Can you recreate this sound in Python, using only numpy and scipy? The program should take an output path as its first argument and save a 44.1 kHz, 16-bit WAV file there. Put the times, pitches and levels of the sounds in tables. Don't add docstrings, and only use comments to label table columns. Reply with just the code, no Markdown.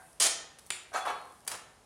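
import sys
import numpy as np
from scipy import signal
from scipy.fft import rfft, irfft, next_fast_len
from scipy.io import wavfile
from scipy.ndimage import uniform_filter1d

SR = 44100
rng = np.random.default_rng(int(sys.argv[2]) if len(sys.argv) > 2 else 0)


def store_wav(level_fs):
    pcm = np.round(np.clip(np.atleast_2d(level_fs), -1, 1) * 32767)
    wavfile.write(sys.argv[1], SR, pcm.T.astype(np.int16))


def volts_from_decibels(level):
    exponent = np.asarray(level, float) / 20
    return 10 ** exponent


N = 81585
LEAD = SR // 4
SIZE = next_fast_len(N + 2 * SR)
FREQ = np.maximum(np.fft.rfftfreq(SIZE, 1 / SR), 1)


def collar_knocks(room):
    # (frequency [Hz], level [dB], time to fall 60 dB [s])
    modes = [(2355, -15, .4), (3246, -16, .3), (4210, -14, .4), (4630, -12, .25), (5073, -16, .15),
             (5144, -14, .15), (5992, -13, .44), (6754, -12, .4), (6898, -3, .2), (7803, -5, .22),
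             (8911, 0, .24), (9900, -10, .31), (10240, -6, .27)]
    # (frequency [Hz], level [dB per Hz])
    tone = [(120, -51), (350, -15.5), (700, -12.5), (1500, -13.5), (3200, -10), (5000, -8.5), (7000, -6.5),
            (16000, -21)]
    # (time [s], level [dB], chatter length [s], brightness [dB per octave])
    hits = [
        (.1995, -25.5, 0.0027, 2.5),
        (.2033, -24.5, 0.0012, -4),
        (.2095, -23, 0.014, -2),
        (.222, -23, 0.016, 0.),
        (.243, -22.5, 0.023, -2.5),
    ]
    return struck(hits, room, modes, tone, modes_db=-5.5, ring_share=0.22, crowd_t60=0.044)


def sleeve_knocks(room):
    # (frequency [Hz], level [dB], time to fall 60 dB [s])
    modes = [(2374, -7, 0.25), (2837, -3, 0.29), (3381, -2, 0.31), (4646, -7, 0.28), (6029, -15, 0.48),
             (7095, 0, 0.27), (7580, -2, 0.32), (8258, -4, 0.28), (9308, -4, 0.35), (9582, -4, 0.27)]
    # (frequency [Hz], level [dB per
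    # Hz])
    tone = [(300, -13.5), (1300, -1.5), (2600, 3), (4500, -4.5), (6300, -10.5), (7300, -2.5), (12000, -10),
            (14000, -25)]
    # (time [s], level [dB], chatter length [s], brightness [dB per octave])
    hits = [
        (.704, -27.5, 0.0018, 0.2),
        (.708, -31, 0.00078, -4),
        (.721, -43.5, 0.0024, -1.5),
    ]
    return struck(hits, room, modes, tone, modes_db=-8.5, ring_share=0.4, crowd_t60=0.0047)


def plate_knocks(room):
    # (frequency [Hz], level [dB], time to fall 60 dB [s])
    modes = [(689, -12, .6), (759, -3, .5), (834, -7, .4), (1018, -12, .4), (1325, -8, .25),
             (1577, -6, .15)]
    # (frequency [Hz], level [dB per Hz])
    tone = [(150, -42), (400, -17.5), (750, -2.5), (1400, -7.5), (2800, -22), (6000, -28.5), (16000, -34.5)]
    # (time [s], level [dB], chatter length [s], brightness [dB per octave])
    hits = [
        (-.16, -42.5, 0.026, 2),
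        (.918, -68, 0.0042, -8.5),
        (.930, -50, 0.016, 0.5),
        (.937, -40, 0.0045, 4),
        (.945, -35.5, 0.013, -1),
        (.960, -36, 0.023, 1.5),
        (1.005, -51, 0.0066, -1.),
    ]
    return struck(hits, room, modes, tone, modes_db=-4, ring_share=0.34, crowd_t60=0.051)


def stack_knocks(room):
    # (frequency [Hz], level [dB], time to fall 60 dB [s])
    modes = [(735, -6, .5), (845, -5, .34), (950, -12, .3), (1127, -3, .3), (1319, -10, .3),
             (1640, -7, .12)]
    # (frequency [Hz], level [dB per Hz])
    tone = [(150, -32.5), (500, -6.5), (1100, 1.5), (1900, -13.5), (3000, -19.5), (6000, -32),
            (16000, -34.5)]
    # (time [s], level [dB], chatter length [s], brightness [dB per octave])
    hits = [
        (1.052, -34.5, 0.0099, 2),
        (1.066, -32.5, 0.0066, -0.6),
        (1.0775, -30.5, 0.0025, 0.5),
        (1.085, -34.5, 0.014, 1),
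        (1.105, -38, 0.0071, 0.3),
    ]
    return struck(hits, room, modes, tone, modes_db=-7.5, ring_share=0.19, crowd_t60=0.061)


def rim_knocks(room):
    # (frequency [Hz], level [dB], time to fall 60 dB [s])
    modes = [(1314, -12, 0.2), (1712, -18, 0.2), (3278, -12, 0.15), (4823, -6, 0.2), (6158, -4, 0.25),
             (8236, -7, 0.21), (8947, -11, 0.34), (9685, -8, 0.3), (11090, -10, 0.23)]
    # (frequency [Hz], level [dB per Hz])
    tone = [(150, -19), (600, -7), (1500, -7), (2900, -10.5), (4900, -10.5), (6500, -9), (16000, -12)]
    # (time [s], level [dB], chatter length [s], brightness [dB per octave])
    hits = [
        (1.466, -50.5, 0.014, -3.5),
        (1.4755, -37.5, 0.0024, 2.5),
        (1.478, -33.5, 0.0046, 1.),
        (1.485, -46, 0.046, -3.4),
        (1.515, -35.5, 0.0066, -2.2),
        (1.525, -40, 0.028, -5),
    ]
    return struck(hits, room, modes, tone, modes_db=-11.0, ring_share=0.14, crowd_t60=0.0085)


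def light_ticks(room):
    # (frequency [Hz], level [dB per Hz])
    tone = [(2500, -20), (5500, -16), (9000, -18), (16000, -15)]
    # (time [s], level [dB], chatter length [s], brightness [dB per octave])
    hits = [(.1306, -63, .001, 0.), (.586, -50, .009, -2.5), (.659, -68, .0004, 3.),
            (.6643, -67, .0008, 7.), (.668, -61, .006, 0.), (.835, -63, .001, 0.), (1.0622, -56, .001, 3.),
            (1.215, -64, .002, 0.), (1.255, -66, .001, 1.), (1.301, -64, .001, -3.),
            (1.3231, -66, .001, 1.), (1.4054, -65, .001, 0.), (1.449, -67, .008, 3.)]
    return struck(hits, room, None, tone, modes_db=0, ring_share=1, crowd_t60=0.0058)


def lone_rings(room):
    # (time [s], frequency [Hz], peak level
    # [dB], time to fall 60 dB [s])
    single_tones = [(.935, 2250, -50, .4), (1.082, 2245, -43, .3), (.95, 2611, -47, .45),
                    (1.078, 2622, -44, .25), (1.072, 3034, -48, .4), (.935, 3415, -53, .4),
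                    (1.004, 3420, -44, .4), (1.075, 3418, -49, .6), (.935, 3850, -55, .5),
                    (1.072, 3822, -50, .5), (.94, 4274, -42, .2), (1.02, 4270, -51, .15),
                    (1.075, 4274, -48, .17), (1.13, 4247, -55, .45), (.945, 4730, -54, .3),
                    (1.08, 4721, -60, .35), (.93, 5776, -48, .35), (1.07, 5770, -54, .3), (.93, 6288, -51, .2),
                    (.952, 6290, -43, .2), (1.075, 6295, -53, .3), (.945, 6824, -48, .3),
                    (1.028, 6821, -53, .2), (1.085, 6821, -58, .4), (.945, 7413, -50, .35),
                    (1.06, 7400, -59, .35),
                    (-.02, 668, -60, .9), (-.005, 1585, -59, .3), (.05, 2611, -73, .6), (.212, 680, -39, .4),
                   (.225, 1793, -40, .5), (.285, 1826, -44, .7), (.2, 3133, -36, .5), (.2, 4822, -31, .3),
                   (.199, 6945, -32, .22), (.203, 8415, -35, .4), (.706, 370, -57, .7),
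                   (.706, 3500, -51, .45), (.706, 2374, -46, .45), (.917, 690, -52, .2),
                   (.934, 755, -40, .3), (.95, 690, -42, .25), (.956, 1322, -34, .25),
                   (1.058, 725, -37, .6), (1.065, 845, -37, .3), (1.066, 1127, -35, .45),
                   (1.068, 1320, -37, .4), (1.052, 1600, -43, .2), (1.085, 1635, -42, .3),
                   (1.4755, 4700, -36, .06), (1.477, 900, -47, .1), (1.477, 2400, -45, .12),
                   (1.513, 5200, -38, .07), (1.514, 3260, -48, .12), (1.514, 900, -46, .12),
                   (1.545, 1780, -52, .4), (.2, 3246, -37, .6), (.2, 2355, -41, .5), (.199, 6500, -38, .1),
                   (.716, 7095, -45, .35), (.706, 9560, -46, .4), (.6635, 8800, -50, .03),
                   (.6635, 9700, -48, .03), (1.063, 765, -36, .12), (1.49, 4760, -53, .3),
                   (1.505, 6158, -52, .25), (1.18, 1630, -55, .5), (1.3, 3418, -72, .3)]
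    rise_s, room_share = .002, .4
    wobble_db, wobble_s = 2.5, .012
    length, width = SR // 2, int(wobble_s * SR)
    t = (np.arange(SIZE) - LEAD) / SR
    out = np.zeros(SIZE)
    for start, hz, db, t60 in single_tones:
        first = LEAD + int(start * SR)
        span = slice(first, first + length)
        age = np.maximum(t[span] - start, 0)
        wobble = uniform_filter1d(uniform_filter1d(rng.standard_normal(length), width), width)
        level_db = db - 60 * age / t60 + wobble_db * wobble / wobble.std()
        swell = 1 - np.exp(-age / rise_s)
        out[span] += volts_from_decibels(level_db) * swell * np.sin(2 * np.pi * hz * age)
    return rfft(out) * (1 + room_share * (room - 1))


def struck(hits, room, modes, tone, modes_db, ring_share, crowd_t60, count=300):
    # (frequency [Hz], level [dB])
    port = [(7000, 1), (9500, 7.5), (10800, 2.5), (11600, -3.5), (16000, -12)]
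    drive = knocks(hits) * room
    draw = rng.random((count, 2))
    hz = 150 + 16000 * ((np.arange(count) + draw[:, 0]) / count) ** 1.5
    t60 = crowd_t60 * (.5 + draw[:, 1])
    crowd = drive * rfft(ring(hz, 10 * np.log10(hz) / 3, t60, 1 / 8), SIZE)
    colour = volts_from_decibels(read(tone, FREQ) + read(port, FREQ))
    crowd = crowd * causal(colour / np.sqrt(band_power(crowd, share=.05)))
    crowd = crowd * np.linalg.norm(drive) / np.linalg.norm(crowd)
    if modes is None:
        return crowd
    return crowd + volts_from_decibels(modes_db) * strong_modes(drive, modes, ring_share)


def knocks(hits):
    contacts_per_s, scatter_db = 5000, 2
    first_touch, settle_s = 0.62, 0.0016
    out = 0
    for start, db, length, tilt_db in hits:
        draw = rng.random((200, 3))
        when = np.cumsum(-np.log(1 - draw[:, 0])) / contacts_per_s
        when -= when[0]
        size = volts_from_decibels(-scatter_db * np.log(1 - draw[:, 1])) * np.sign(draw[:, 2] - .5)
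        size *= np.clip((1.37 * length - when) / (0.22 * length + 1e-4), 0, 1)
        size *= 1 + first_touch * np.exp(-when / settle_s)
        force = np.zeros(SIZE)
        np.add.at(force, (LEAD + (start + when) * SR).astype(int), size)
        gain = volts_from_decibels(db) * np.sqrt((length + 0.0028) * SR)
        tilt = volts_from_decibels(tilt_db * np.log2(np.maximum(FREQ, 400) / 2500))
        out = out + gain * rfft(unit(force)) * tilt
    return out


def strong_modes(drive, modes, ring_share):
    longest_t60_s = 1
    hz, db, t60 = np.array(modes, float).T
    drive_power = uniform_filter1d(np.abs(drive) ** 2, size=60)
    db = db - 10 * np.log10(np.interp(hz, FREQ, drive_power))
    out = drive * rfft(ring(hz, db, np.clip(t60, .02, longest_t60_s) * ring_share, 1 / 2), SIZE)
    return out * np.linalg.norm(drive) / np.linalg.norm(out)


def ring(hz, db, t60, length):
    t = np.arange(int(length * SR))[:, None] / SR
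    sign = np.sign(rng.standard_normal(len(hz)))
    tones = np.sin(2 * np.pi * hz * t) * np.exp(-np.log(1000) * t / t60)
    return unit(tones @ (sign * volts_from_decibels(db)))


def band_power(spectrum, share):
    total = np.cumsum(np.abs(spectrum) ** 2)
    k = np.arange(len(spectrum))
    lo = (k * (1 - share)).astype(int)
    hi = np.minimum(k * (1 + share) + 40, len(k) - 1).astype(int)
    return (total[hi] - total[lo] + 1e-30) / np.maximum(hi - lo, 1)


def causal(gain):
    cep = irfft(np.log(gain), SIZE)
    cep[1:SIZE // 2] *= 2
    cep[SIZE // 2 + 1:] = 0
    return np.exp(rfft(cep))


def read(table, hz):
    table = np.array(table, float)
    return np.interp(np.log(hz), np.log(table[:, 0]), table[:, 1])


def unit(x):
    return x / np.sqrt(np.sum(x ** 2))


def basement():
    # (frequency [Hz], time to fall 60 dB [s])
    tail_times = [(200, 0.56), (700, 0.69), (2500, 0.59), (7000, 0.42), (12000, 0.23), (16000, 0.23)]
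    tail_db, build_s = -5, 0.009
    t = np.arange(SR) / SR
    f = np.maximum(np.fft.rfftfreq(SR, 1 / SR), 1)
    noise = rfft(rng.standard_normal(SR))
    tail = 0
    for hz in 100 * 2 ** np.arange(0, 8, .5):
        window = np.cos(np.pi * np.clip(np.log2(f / hz), -.5, .5)) ** 2
        t60 = read(tail_times, hz)
        tail = tail + irfft(noise * window, SR) * np.exp(-np.log(1000) * t / t60) / np.sqrt(t60)
    tail = tail * (1 - np.exp(-t / build_s))
    return 1 + volts_from_decibels(tail_db) * rfft(unit(tail), SIZE)


def hush():
    # (frequency [Hz], level [dB])
    hum_tone = [(25, -40), (45, -3), (130, -5), (300, -8.5), (800, -8), (2200, -19), (9000, -22.5),
                (16000, -51)]
    # (start [s], length [s], level [dB])
    rubs = [
        (-.1, .3, -66.5),
        (0.584, 0.28, -73),
        (0.868, 0.596, -72),
        (1.447, 0.37, -88),
    ]
    hum_db, hiss_db, fade_s = -62.5, -74.5, 0.083
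    hiss_hz, hiss_width_hz = 9640, 3100
    t = np.arange(N) / SR
    hum = irfft(rfft(rng.standard_normal(SIZE)) * volts_from_decibels(read(hum_tone, FREQ)), SIZE)[:N]
    resonance = 1 / (1 + ((FREQ - hiss_hz) / hiss_width_hz * 2) ** 2)
    hiss = irfft(rfft(rng.standard_normal(SIZE)) * resonance, SIZE)[:N]
    swell = volts_from_decibels(hiss_db)
    for start, length, db in rubs:
        swell = swell + volts_from_decibels(db) * np.clip(np.minimum(t - start, start + length - t) / fade_s, 0, 1)
    return np.sqrt(N) * (volts_from_decibels(hum_db) * unit(hum) + swell * unit(hiss))


def scene():
    mic_low_hz, top_limit_hz = 111, 16300
    room = basement() / (1 + (mic_low_hz / FREQ) ** 4)
    barbell = (collar_knocks(room) + sleeve_knocks(room) + plate_knocks(room) + stack_knocks(room)
               + rim_knocks(room) + light_ticks(room) + lone_rings(room))
    barbell = barbell / (1 + (FREQ / top_limit_hz) ** 40)
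    return (irfft(barbell, SIZE)[LEAD:LEAD + N] + hush())[None]


def low_pass(x):
    return signal.sosfilt(signal.butter(12, 16460, fs=SR, output="sos"), x)


def record(dry):
    return low_pass(dry)


dry = scene()
out = record(dry)
store_wav(out)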